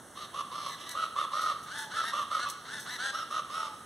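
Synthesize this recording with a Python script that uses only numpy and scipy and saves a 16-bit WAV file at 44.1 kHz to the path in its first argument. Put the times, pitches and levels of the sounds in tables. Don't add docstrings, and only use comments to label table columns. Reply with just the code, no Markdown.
import sys
import numpy as np
from scipy import signal
from scipy.fft import rfft, irfft, next_fast_len
from scipy.io import wavfile
from scipy.ndimage import uniform_filter1d

SR = 44100
rng = np.random.default_rng(int(sys.argv[2]) if len(sys.argv) > 2 else 0)


def linear_from_db(decibels):
    return 10 ** (np.asarray(decibels, float) / 20)


def to_wav(s):
    ch = np.atleast_2d(s).T
    pcm = np.round(np.clip(ch, -1, 1) * 32767)
    wavfile.write(sys.argv[1], SR, pcm.astype(np.int16))


N = 169785


def evened(x):
    return x / np.sqrt(np.mean(x ** 2) + 1e-20)


def read(points, hz, col=1):
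    table = np.transpose(points)
    return np.interp(np.log(hz + 1), np.log(table[0] + 1), table[col])


def coloured(x, points):
    gain = linear_from_db(read(points, np.fft.rfftfreq(x.shape[-1], 1 / SR)))
    return irfft(rfft(x) * gain, x.shape[-1])


def add(mix, start_s, sound):
    part = mix[round(start_s * SR):][:len(sound)]
    part += sound[:len(part)]


def resonate(x, hz, width_hz):
    turn = np.exp(2j * np.pi * np.cumsum(hz * np.ones(len(x))) / SR)
    r = np.exp(-np.pi * width_hz / SR)
    return 2 * (turn * signal.lfilter([1 - r], [1, -r], x / turn + 1e-18)).real


def drift(noise, size):
    return evened(uniform_filter1d(uniform_filter1d(noise, size), size))


AIR_DB = -43
HUM_HZ, HUM_WIDTH_HZ, HUM_DB, HUM_ENDS_S = 176, 2.7, -55, 0.91
# hz, level_db_per_hz
AIR_SPECTRUM = [(25, -3.5), (100, 8), (250, 1), (700, -11), (1500, -12.5), (4000, -25.5), (10000, -16.5),
                (15000, -35.5)]


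def air():
    noise, t = rng.standard_normal((3, N)), np.arange(N) / SR
    wash = evened(coloured(noise[0], AIR_SPECTRUM)) * linear_from_db(0.27 * drift(noise[1], size=4000))
    fade = np.clip((HUM_ENDS_S - t) / 0.2, 0, 1)
    hum = evened(resonate(noise[2], HUM_HZ, HUM_WIDTH_HZ)) * fade
    return linear_from_db(AIR_DB) * wash + linear_from_db(HUM_DB) * hum


ECHO_DB = -11.5
# hz, t60_s
TREE_DECAY = [(500, 0.41), (1200, 0.77), (4000, 1), (10000, 0.2)]


def trees(x):
    taps = np.zeros((2, SR))
    at = np.arange(800, SR - 20, 20) + rng.integers(0, 20, (2, (SR - 801) // 20))
    np.put_along_axis(taps, at, rng.choice([-1., 1.], at.shape), 1)
    hz, t, z = signal.stft(taps, SR, nperseg=256)
    decay = linear_from_db(-60 * t / read(TREE_DECAY, hz)[:, None])
    tail = signal.istft(z * decay, SR, nperseg=256)[1]
    return signal.fftconvolve(x[None], tail / np.linalg.norm(tail[0]), axes=1)[:, :N]


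SNAPS_PER_S, SNAP_LOW_HZ, SNAP_HIGH_HZ = 3500, 3240, 12000
# start_s, level_db, length_s (time to fall 20 dB)
CRACKLE_EVENTS = [(0.892, -33.5, 0.015), (0.907, -43, .008), (0.912, -35.5, 0.037), (1.413, -40.5, 0.092),
                  (1.783, -38.5, 0.12), (2.488, -36.5, 0.013), (2.499, -31.5, 0.032), (3.312, -49, .04),
                  (.68, -48, 0.12), (.805, -47, .03), (1.63, -48, 0.077), (2.8, -40.5, 0.098)]


def crackle(start_s, level_db, length_s):
    chance, t = rng.random((2, 4000)), np.arange(4000) / SR
    snaps = (chance[0] < SNAPS_PER_S / SR) * (chance[1] - 0.5) * linear_from_db(-20 * t / length_s)
    snaps[0] = 0.5
    band = signal.butter(2, [SNAP_LOW_HZ, SNAP_HIGH_HZ], "bandpass", fs=SR, output="sos")
    return start_s, linear_from_db(level_db + 26) * signal.sosfilt(band, snaps)


COO_SAG, COO_PEAK = 0.072, 0.276
# start_s, length_s, level_db, top_hz
COO_EVENTS = [
    (1.74, .175, -43, 890),
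    (3.56, .195, -45, 890),
]


def coo(start_s, length_s, level_db, top_hz):
    u = np.arange(0, length_s, 1 / SR) / length_s
    hz = top_hz * (1 - COO_SAG * ((u - COO_PEAK) / (1 - COO_PEAK)) ** 2)
    tone = np.sin(2 * np.pi * np.cumsum(hz) / SR)
    return start_s, linear_from_db(level_db) * np.sqrt(np.sin(np.pi * u)) * tone


FALL_DB, EDGE_S = -3, 0.016


def effort(length_s, peak, rise_db):
    u, peak = np.arange(0, length_s, 1 / SR) / length_s, np.clip(peak, 0.05, 0.95)
    rise = rise_db * (1 - u / peak)
    fall = FALL_DB * (u - peak) / (1 - peak)
    edges = np.clip(np.minimum(u, 1 - u) * length_s / EDGE_S, 0, 1)
    return u, linear_from_db(np.where(u < peak, rise, fall)) * edges


THROB_PER_S, THROB_JITTER, THROB_SPREAD_DB, THROB_SHARP = 68, 0.35, 3, 0.8


def throb(chance):
    turns = np.cumsum(THROB_PER_S * np.exp(THROB_JITTER * drift(chance[0], size=400))) / SR
    sizes = linear_from_db(THROB_SPREAD_DB * np.clip(chance[1, turns.astype(int)], -2, 1.5))
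    return evened(sizes * abs(np.sin(np.pi * turns)) ** THROB_SHARP)


STRANDS, STRAND_SPREAD_DB = 0.65, 3.5
# hz, level_db_per_hz
RASP_SPECTRUM = [(700, 3), (1500, -11.5), (2500, 5), (4200, -3.5), (5500, -6), (8500, -16), (11500, -13),
                 (14000, -55)]


def rasp(noise, gate, turns, level_db):
    sizes = linear_from_db(STRAND_SPREAD_DB * noise[:40])
    strands = sum(size * np.cos(2 * np.pi * (k + 6) * turns + k * k) for k, size in enumerate(sizes))
    source = (1 - STRANDS) * noise + STRANDS * evened(strands)
    return linear_from_db(level_db) * evened(coloured(source, RASP_SPECTRUM) * (2 + gate))


HIGH_RISE_DB, HIGH_PEAK, HIGH_SAG = -9, 0.6, 0.1
HIGH_ROUGH, HIGH_WANDER, HIGH_THROB, HIGH_RASP_DB = 0.18, 0.022, 0.45, -8
HALF_DB = -8
SECOND_HZ, SECOND_DEPTH, SECOND_WANDER = 250, 0.5, 0.12
# hz, gain_db
HIGH_THROAT_GAIN = [(800, 3.5), (1500, 13), (2250, 6.5), (3000, -3), (4000, 5.5), (6100, -2), (8600, -3),
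                    (12000, -4.5)]
# start_s, length_s, effort_db, start_hz, top_hz
HIGH_EVENTS = [
    (0.685, 0.074, -39, 1982, 2000),
    (0.853, .095, -41, 1932, 1990),
    (1.658, .2, -37, 1049, 1759),
    (1.896, 0.12, -35.5, 1140, 1742),
    (2.023, 0.1, -33, 1683, 1888),
    (2.382, 0.082, -32, 1359, 1472),
    (2.643, .17, -37.5, 823, 1758),
    (2.85, 0.13, -34, 973, 2003),
    (2.978, 0.14, -30.5, 1348, 1650),
]


def high_call(start_s, length_s, effort_db, start_hz, top_hz):
    chance = rng.standard_normal((6, SR // 3))
    u, swell = effort(length_s, HIGH_PEAK, HIGH_RISE_DB)
    chance = chance[:, :len(u)]
    gate = 1 - HIGH_THROB + HIGH_THROB * throb(chance)
    climb = np.sin(np.pi / 2 * np.minimum(u / HIGH_PEAK, 1)) ** 1.3
    sag_hz = HIGH_SAG * top_hz * np.maximum(u - HIGH_PEAK, 0)
    hz = start_hz + (top_hz - start_hz) * climb - sag_hz
    turns = np.cumsum(hz * (1 + HIGH_WANDER * drift(chance[2], size=150))) / SR
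    second = np.cumsum(SECOND_HZ * (1 + SECOND_WANDER * drift(chance[5], size=300))) / SR
    folds = sum(np.cos(np.pi * k * turns + k * k) * linear_from_db(HALF_DB * (k % 2)) for k in range(1, 14))
    folds = folds * (1 + SECOND_DEPTH * 2 * np.cos(2 * np.pi * second))
    drive = gate * ((1 - HIGH_ROUGH) * evened(folds) + HIGH_ROUGH * chance[3])
    voice = linear_from_db(effort_db) * evened(coloured(drive, HIGH_THROAT_GAIN))
    hiss = rasp(chance[4], gate, turns / 6, effort_db + HIGH_RASP_DB)
    return start_s, swell * (voice + hiss)


LOW_RISE_DB, LOW_ROUGH, LOW_WANDER, LOW_ARCH = -7, 0.13, 0.025, 0.24
LOW_RASP_DB, RASP_FOLLOWS = -41, 0.37
LOW_SECOND_HZ, LOW_SECOND_DEPTH = 170, 0.45
LOW_RING_WIDTH_HZ = 340
CHEST_HZ, CHEST_WIDTH_HZ, CHEST_DB = 538, 117, -16
# start_s, length_s, effort_db, ring_hz, peak_place (0-1)
LOW_EVENTS = [(0.148, .12, -40.5, 1200, 1), (.33, 0.099, -32, 1161, 0.97), (0.507, 0.21, -35, 1190, 0.69),
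              (0.771, 0.12, -47, 1200, 0.36), (0.939, .135, -30, 1294, 0.62),
              (1.151, 0.11, -27.5, 1200, 0.43), (1.311, .228, -28.5, 1261, .36),
              (1.932, .125, -30, 1326, 0.66), (2.116, .13, -30, 1200, 0.26),
              (2.298, .12, -29.5, 1261, 0.42), (2.451, 0.054, -33, 1172, 0.1),
              (3.125, 0.12, -34.5, 1314, 0.22), (3.296, 0.12, -31.5, 1249, 0.44),
              (3.49, 0.2, -33.5, 1265, 0.29)]


def low_call(start_s, length_s, effort_db, ring_hz, peak):
    chance = rng.standard_normal((6, SR // 3))
    u, swell = effort(length_s, peak, LOW_RISE_DB)
    chance = chance[:, :len(u)]
    gate = throb(chance)
    hz = ring_hz * (1.03 - LOW_ARCH * (np.exp(-u / 0.15) + 0.5 * u ** 3))
    turns = np.cumsum(hz / 2 * (1 + LOW_WANDER * drift(chance[2], size=200))) / SR
    second = np.cumsum(LOW_SECOND_HZ * (1 + 2 * SECOND_WANDER * drift(chance[5], size=300))) / SR
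    sidebands = 1 + LOW_SECOND_DEPTH * 2 * np.cos(2 * np.pi * second)
    folds = np.cos(2 * np.pi * turns) + np.cos(4 * np.pi * turns) * sidebands
    drive = gate * ((1 - LOW_ROUGH) * evened(folds) + LOW_ROUGH * 3 * chance[3])
    ring = resonate(drive, hz, LOW_RING_WIDTH_HZ)
    ring = evened(resonate(ring, hz, LOW_RING_WIDTH_HZ))
    chest = resonate(drive, CHEST_HZ, CHEST_WIDTH_HZ)
    chest = evened(resonate(chest, CHEST_HZ, CHEST_WIDTH_HZ))
    hiss = rasp(chance[4], gate, turns / 2, LOW_RASP_DB + RASP_FOLLOWS * (effort_db + 42))
    return start_s, swell * (linear_from_db(effort_db) * (ring + linear_from_db(CHEST_DB) * chest) + hiss)


APART_DB = -24.5


def scene():
    direct = np.zeros(N)
    voices = ((low_call, LOW_EVENTS), (high_call, HIGH_EVENTS), (coo, COO_EVENTS), (crackle, CRACKLE_EVENTS))
    for voice, events in voices:
        for event in events:
            add(direct, *voice(*event))
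    echo, wash = trees(direct), air()
    apart = linear_from_db(APART_DB) * (echo[1] + 0.17 * np.roll(wash, N // 2))
    return direct + linear_from_db(ECHO_DB) * echo[0] + wash + np.array([apart, -apart])


def low_pass(x):
    return signal.sosfilt(signal.butter(12, 15780, fs=SR, output="sos"), x)


PORT_DELAY_S, ARRIVAL_LEAD_S = 18 / SR, 0.87 / SR
TWIN_LEFT, TWIN_RIGHT = 0.87, 1
TWIN_FULL_HZ = 1200
HISS_DB, HISS_FROM_HZ, EDGE_HZ = -60, 9000, 15780
# hz, gain_db, lead_rad
PORT_BALANCE = [(100, -2.5, .01), (750, -2.4, .05), (1200, -1.6, .3), (1700, 1.5, .5), (2400, -.3, .01),
                (9000, -1.5, .01)]


def record(dry):
    size = next_fast_len(N + 4096)
    hz = np.fft.rfftfreq(size, 1 / SR)
    a, b = rfft(dry, size)
    b = b * np.exp(2j * np.pi * hz * ARRIVAL_LEAD_S)
    late = np.exp(-2j * np.pi * hz * PORT_DELAY_S)
    balance = linear_from_db(read(PORT_BALANCE, hz)) * np.exp(1j * read(PORT_BALANCE, hz, col=2))
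    treble = hz / (hz + TWIN_FULL_HZ)
    left = 1 - (1 - TWIN_LEFT) * treble
    right = 1 - (1 - TWIN_RIGHT) * treble
    sides = np.array([balance * (a - left * late * b), b - right * late * a])
    hiss = rfft(rng.standard_normal((2, size))) * hz / (hz + HISS_FROM_HZ)
    sides = sides + linear_from_db(HISS_DB) * hiss
    mix = irfft(sides * (hz < EDGE_HZ), size)[:, :N] / 2
    return low_pass(mix)


dry = scene()
out = record(dry)
to_wav(out)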